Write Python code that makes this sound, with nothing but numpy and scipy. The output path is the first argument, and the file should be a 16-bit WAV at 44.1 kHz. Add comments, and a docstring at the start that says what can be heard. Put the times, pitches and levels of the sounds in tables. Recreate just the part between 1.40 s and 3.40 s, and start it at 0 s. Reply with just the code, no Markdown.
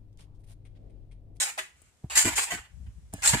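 """The steel springs of a garden trampoline rasp as someone bounces, about once every 1.1 s.
As they stretch and let go, stick-slip friction at the hooks excites the modes of coils and tubes.
Each landing thuds on the mat, a heavily damped membrane, and the frame knocks under the load.
The winter day is still; between the bounces a puff of air buffets the microphone."""
import sys
import numpy as np
from scipy import signal
from scipy.fft import rfft, irfft
from scipy.io import wavfile

SR = 44100
rng = np.random.default_rng(int(sys.argv[2]) if len(sys.argv) > 2 else 0)


def generate_wav(signal):
    """Clip the signal to [-1, 1] and save it as 16-bit WAV at the path in sys.argv[1]."""
    frames = np.transpose(np.atleast_2d(signal))
    scaled = np.clip(frames, -1, 1) * 32767
    pcm = np.round(scaled).astype(np.int16)
    wavfile.write(sys.argv[1], SR, pcm)


N = 88200
TIME = np.arange(N) / SR
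RING_SAMPLES = 16384  # length of an impulse response

# Correlation of left and right: f/Hz, coefficient (-1 to 1)
CORRELATION = [(100, 1), (400, 0.48), (750, 0.83), (1200, 0.11), (2500, -0.05), (4500, -0.097),
               (8000, 0.085)]


def from_db(db):
    """Amplitude ratio: a factor of ten per 20 dB."""
    return 10 ** (np.asarray(db) / 20)


def pan(db):
    """Interaural level difference: gains that put left db above right."""
    return from_db(np.array([[db], [-db]]) / 2)


def at_bins(points, size=N):
    """Interpolation of a table at each FFT bin, on a log frequency axis."""
    hz, value = np.transpose(points)
    return np.interp(np.log(np.arange(size // 2 + 1) * SR / size + 1), np.log(hz), value)


def decay(t60, size=RING_SAMPLES):
    """Exponential damping: 60 dB in t60 seconds."""
    return np.exp(-np.log(1000) * TIME[:size] / t60)


def unit_energy(x):
    """Normalisation of each channel to an energy of 1."""
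    return x / np.sqrt(np.sum(x ** 2, axis=-1, keepdims=True) + 1e-20)


def stereo_spectrum(correlation, size):
    """Partial coherence: white noise spectra mixed from a common and an opposed part."""
    mid, side = rfft(rng.standard_normal((2, size)))
    return np.sqrt(1 + correlation) * mid + np.sqrt(1 - correlation) * side * [[1], [-1]]


def noise(spectrum, correlation):
    """Spectral shaping: coloured stereo noise of rms 1."""
    x = irfft(from_db(at_bins(spectrum)) * stereo_spectrum(correlation, N), N)
    return x / x.std()


def burst(start, spectrum, t60):
    """An impact transient: noise that starts at once and decays exponentially."""
    envelope = np.interp(TIME - start, TIME, decay(t60, N), left=0)
    return envelope * noise(spectrum, at_bins(CORRELATION))


def slips(length, per_second=1600, edge_s=0.0026):
    """Stick-slip friction: a run of randomly timed clicks with a mean power of 1."""
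    age = TIME[:RING_SAMPLES]
    gate = np.clip(np.minimum(age, length - age) / edge_s + 0.5, 0, 1)
    clicks = rng.random(RING_SAMPLES) < per_second / SR
    polarity = rng.choice([-1, 1], RING_SAMPLES)
    return unit_energy(gate * clicks * polarity) * np.sqrt(length * SR)


def ring(modes, spread_cycles):
    """Modal superposition: damped sines, each shifted at random in phase at either ear."""
    response = np.zeros((2, RING_SAMPLES))
    for k, (hz, db, t60) in enumerate(modes):
        cycles = hz * TIME[:RING_SAMPLES] + spread_cycles * rng.uniform(-1, 1, (2, 1))
        response += (-1) ** k * from_db(db) * decay(t60) * np.sin(2 * np.pi * cycles)
    return unit_energy(response)


def excite(out, start, clicks, response):
    """Convolution: each click adds the body's impulse response to out."""
    sound = signal.fftconvolve(clicks[None], response, axes=1)
    first = int(start * SR)
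    out[:, first:first + sound.shape[1]] += sound[:, :N - first]


def chatter(start, length, db, body):
    """Repeated impact: a loose joint drives a body, with energy proportional to duration."""
    out = np.zeros((2, N))
    excite(out, start, slips(length), body)
    return from_db(db) * np.sqrt(length * SR) * unit_energy(out)


def garden():
    """Stationary ambient noise: a faint, even hiss."""
    # Ambient spectrum: f/Hz, relative level/dB
    spectrum = [(25, -10.5), (70, 1), (200, -1.5), (400, -5.5), (1000, -11.5), (2200, -12), (4500, -16),
                (8000, -11), (12000, -22.5), (16000, -39)]
    return from_db(-68.5) * noise(spectrum, at_bins(CORRELATION))


def air():
    """Turbulence: pressure fluctuations at the microphone make a low rumble."""
    # Course of the gusts: t/s, level/dB, left minus right/dB
    gusts = [(0, -73, 9.5), (0.281, -71.5, -4), (.45, -59.5, 5), (.6, -77.5, 3), (.74, -54.5, -4),
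             (.8, -54.5, 0), (.93, -42.5, -1), (1.02, -65, 0), (1.09, -66, 0), (1.14, -46, 1.5),
             (1.29, -65, 2), (1.32, -52, 10.5), (1.41, -42, 10), (1.45, -44, 9.5), (1.484, -35, -1.5),
             (1.53, -51, -3.5), (1.585, -46, 13.5), (1.68, -51.5, -3), (1.83, -52.5, -5.5),
             (1.91, -43.5, -20), (2, -38.5, 0)]
    # Rumble spectrum: f/Hz, relative level/dB
    spectrum = [(20, -30.5), (38, -11), (60, 3.5), (85, -5.5), (140, -12), (220, -25), (400, -46.5),
                (1000, -74.5)]
    times, db, pan_db = np.transpose(gusts)
    envelope = from_db([np.interp(TIME, times, db + side * pan_db / 2) for side in (1, -1)])
    return envelope * noise(spectrum, correlation=0.63)


def tubes():
    """Resonance: as the load changes, each hollow tube clanks on its own note."""
    # Clanks: t/s, duration/s, level/dB, main note f/Hz
    clanks = [(.02, 0.062, -49.5, 827), (.175, 0.018, -35.5, 635), (.76, 0.036, -43.5, 722),
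              (.978, 0.0059, -28.5, 912), (1.118, 0.0066, -33, 704), (1.776, 0.021, -54.5, 615),
              (1.85, 0.02, -47, 800)]
    # Tube modes: ratio to main note, relative level/dB, T60/s
    modes = [(.6, -12.5, 0.17), (1, 1, 0.085), (1.66, -9, 0.088), (2.7, -5, .1)]
    out = np.zeros((2, N))
    for start, length, db, hz in clanks:
        tuned = [(hz * ratio, mode_db, t60) for ratio, mode_db, t60 in modes]
        out += chatter(start, length, db, ring(tuned, spread_cycles=0.3))
    return out


def frame():
    """Normal modes: every knock excites the same low resonances of the whole frame."""
    # Knocks: t/s, duration/s, level/dB
    knocks = [(0.636, 0.0047, -46), (0.756, 0.019, -49.5), (0.844, 0.037, -30), (1.116, 0.0304, -43),
              (1.729, 0.014, -37.5), (1.933, 0.0133, -28)]
    # Frame modes: f/Hz, relative level/dB, T60/s
    modes = [(178, 3, .07), (232, -2, 0.11), (282.4, -1.5, 0.12), (333, -3.5, 0.12), (410, -1, 0.039),
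             (509, -7.5, 0.02), (650, -6, 0.063), (800, -16, 0.11)]
    body = ring(modes, spread_cycles=0.04)
    return sum(chatter(start, length, db, body) for start, length, db in knocks)


def mat():
    """A damped membrane: thuds swell and die in a few cycles; soles slap and the cover snaps."""
    # Thuds at landing and full stretch: t/s, envelope peak level/dB, f/Hz, time constant/s
    thuds = [(0.642, -25.5, 114, 0.0019), (.655, -41.5, 70, .005), (0.851, -30.5, 97.6, 0.0075),
             (1.19, -41.5, 61, 0.0054), (1.734, -32.5, 93.5, 0.0046), (1.933, -18.5, 140, 0.0027)]
    # Slaps of the soles: t/s, level/dB
    slaps = [(0.642, -51.5), (1.735, -46)]
    # Dull slap spectrum: f/Hz, relative level/dB
    slap_spectrum = [(100, -14.5), (250, 2), (500, -6.5), (750, -2), (1100, -14), (2000, -23),
                     (5000, -33.5)]
    # Snaps of mat and cover: t/s, level/dB, left minus right/dB
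    snaps = [(0.418, -50, 10), (1.737, -28.5, 1.5)]
    # Bright snap spectrum: f/Hz, relative level/dB
    snap_spectrum = [(800, 2.5), (2000, -32), (4500, -16), (7000, -6), (9500, 6.5), (12000, -15),
                     (15500, -4.5)]
    out = np.zeros((2, N))
    for start, db, hz, tau in thuds:
        age = np.maximum(TIME - start, 0)
        envelope = (age / (2 * tau)) ** 2 * np.exp(2 - age / tau)  # peaks at 2 tau
        out += from_db(db) * envelope * np.sin(2 * np.pi * hz * age)
    for start, db in slaps:
        out += from_db(db) * burst(start, slap_spectrum, t60=0.1)
    for start, db, pan_db in snaps:
        out += from_db(db) * pan(pan_db) * burst(start, snap_spectrum, t60=0.024)
    return out


def steel(spectrum, t60, tail_db, mode_spacing_hz=20):
    """High modal density: randomly scattered modes tick, crack and ring on after an impulse."""
    gain = from_db(at_bins(spectrum, RING_SAMPLES))
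    is_mode = rng.random(len(gain)) < SR / RING_SAMPLES / mode_spacing_hz
    correlation = at_bins(CORRELATION, RING_SAMPLES)
    tones = irfft(gain * is_mode * stereo_spectrum(correlation, RING_SAMPLES))
    tick = from_db(5) * decay(t60=0.0014)
    crack = decay(t60=0.035)
    tail = from_db(tail_db) * decay(t60)
    return unit_energy(tones * (tick + crack + tail))


def springs():
    """Stick-slip excitation: each spring's hook drives its bright coil and the duller hook and tube."""
    # Rasps of the hooks: t/s, duration/s, zing level/dB, clatter level/dB
    rasps = [(0, 0.039, -23.5, -31.5), (0.049, 0.056, -37.5, -39), (0.176, 0.016, -36, -34.5),
             (0.185, 0.012, -35, -29.5), (0.356, 0.14, -69, -70.5), (0.698, 0.061, -37, -38.5),
             (0.753, 0.021, -19.5, -24), (0.772, 0.0058, -11.5, -20.5), (0.78, 0.015, -17.5, -24.5),
             (0.795, 0.034, -23, -32.5), (0.846, 0.0462, -27, -28), (0.908, .035, -38.5, -36),
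             (0.953, 0.028, -25, -34), (0.976, 0.021, -25, -25), (1.005, 0.039, -29, -36.5),
             (1.068, .034, -48, -42), (1.101, 0.022, -34, -31.5), (1.115, 0.038, -37.5, -35.5),
             (1.173, 0.019, -53, -42.5), (1.239, 0.026, -75.5, -56), (1.463, 0.0088, -93, -60.5),
             (1.726, 0.1, -54.5, -56), (1.82, 0.015, -35.5, -36), (1.832, 0.018, -24.5, -28.5),
             (1.849, 0.017, -19.5, -23), (1.873, 0.0069, -13.5, -23.5), (1.887, 0.016, -18.5, -29),
             (1.908, 0.036, -53, -35), (1.932, 0.016, -26.5, -23.5), (1.969, .04, -37.5, -35)]
    # Dense modes of the coils: f/Hz, relative level/dB
    zing_spectrum = [(2500, -27), (3500, -12), (4600, -10.5), (5700, -14.5), (6600, -4.5), (7400, 0),
                     (8700, -6.5), (10300, -13), (12000, -20), (15500, -25)]
    # Dense modes of hook and tube: f/Hz, relative level/dB
    clatter_spectrum = [(200, -42.5), (380, -19), (510, -23.5), (650, -11), (880, -2), (1200, -6.5),
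                        (1750, 3), (2300, 0), (3000, -2.5), (3700, -13.5), (6000, -18.5), (12000, -32)]
    # Clearest notes of the coils: f/Hz, relative level/dB
    coil_modes = [(6586, -10), (7397, -14), (7455, 10), (8052, 3), (8872, -1)]
    note_t60 = 0.17
    notes = from_db(-20) * ring([(hz, db, note_t60) for hz, db in coil_modes], spread_cycles=0.29)
    out = np.zeros((2, N))
    for start, length, zing_db, clatter_db in rasps:
        zing = from_db(zing_db) * pan(-0.5) * (steel(zing_spectrum, t60=0.25, tail_db=-5.5) + notes)
        clatter = from_db(clatter_db) * pan(-0.54) * steel(clatter_spectrum, t60=0.3, tail_db=-9.5)
        excite(out, start, slips(length), zing + clatter)
    return out


def scene():
    """Superposition in the open air; the springs and tubes carry no bass below about 340 Hz."""
    low_cut = signal.butter(4, 340, "high", fs=SR, output="sos")
    thin_steel = signal.sosfilt(low_cut, springs() + tubes())
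    return thin_steel + frame() + mat() + air() + garden()


def record(dry, cutoff_hz=15500):
    """Band limiting: a steep elliptic low-pass removes the highest treble."""
    return signal.sosfilt(signal.ellip(10, 0.3, 80, cutoff_hz, fs=SR, output="sos"), dry)


dry = scene()
out = record(dry)
generate_wav(out)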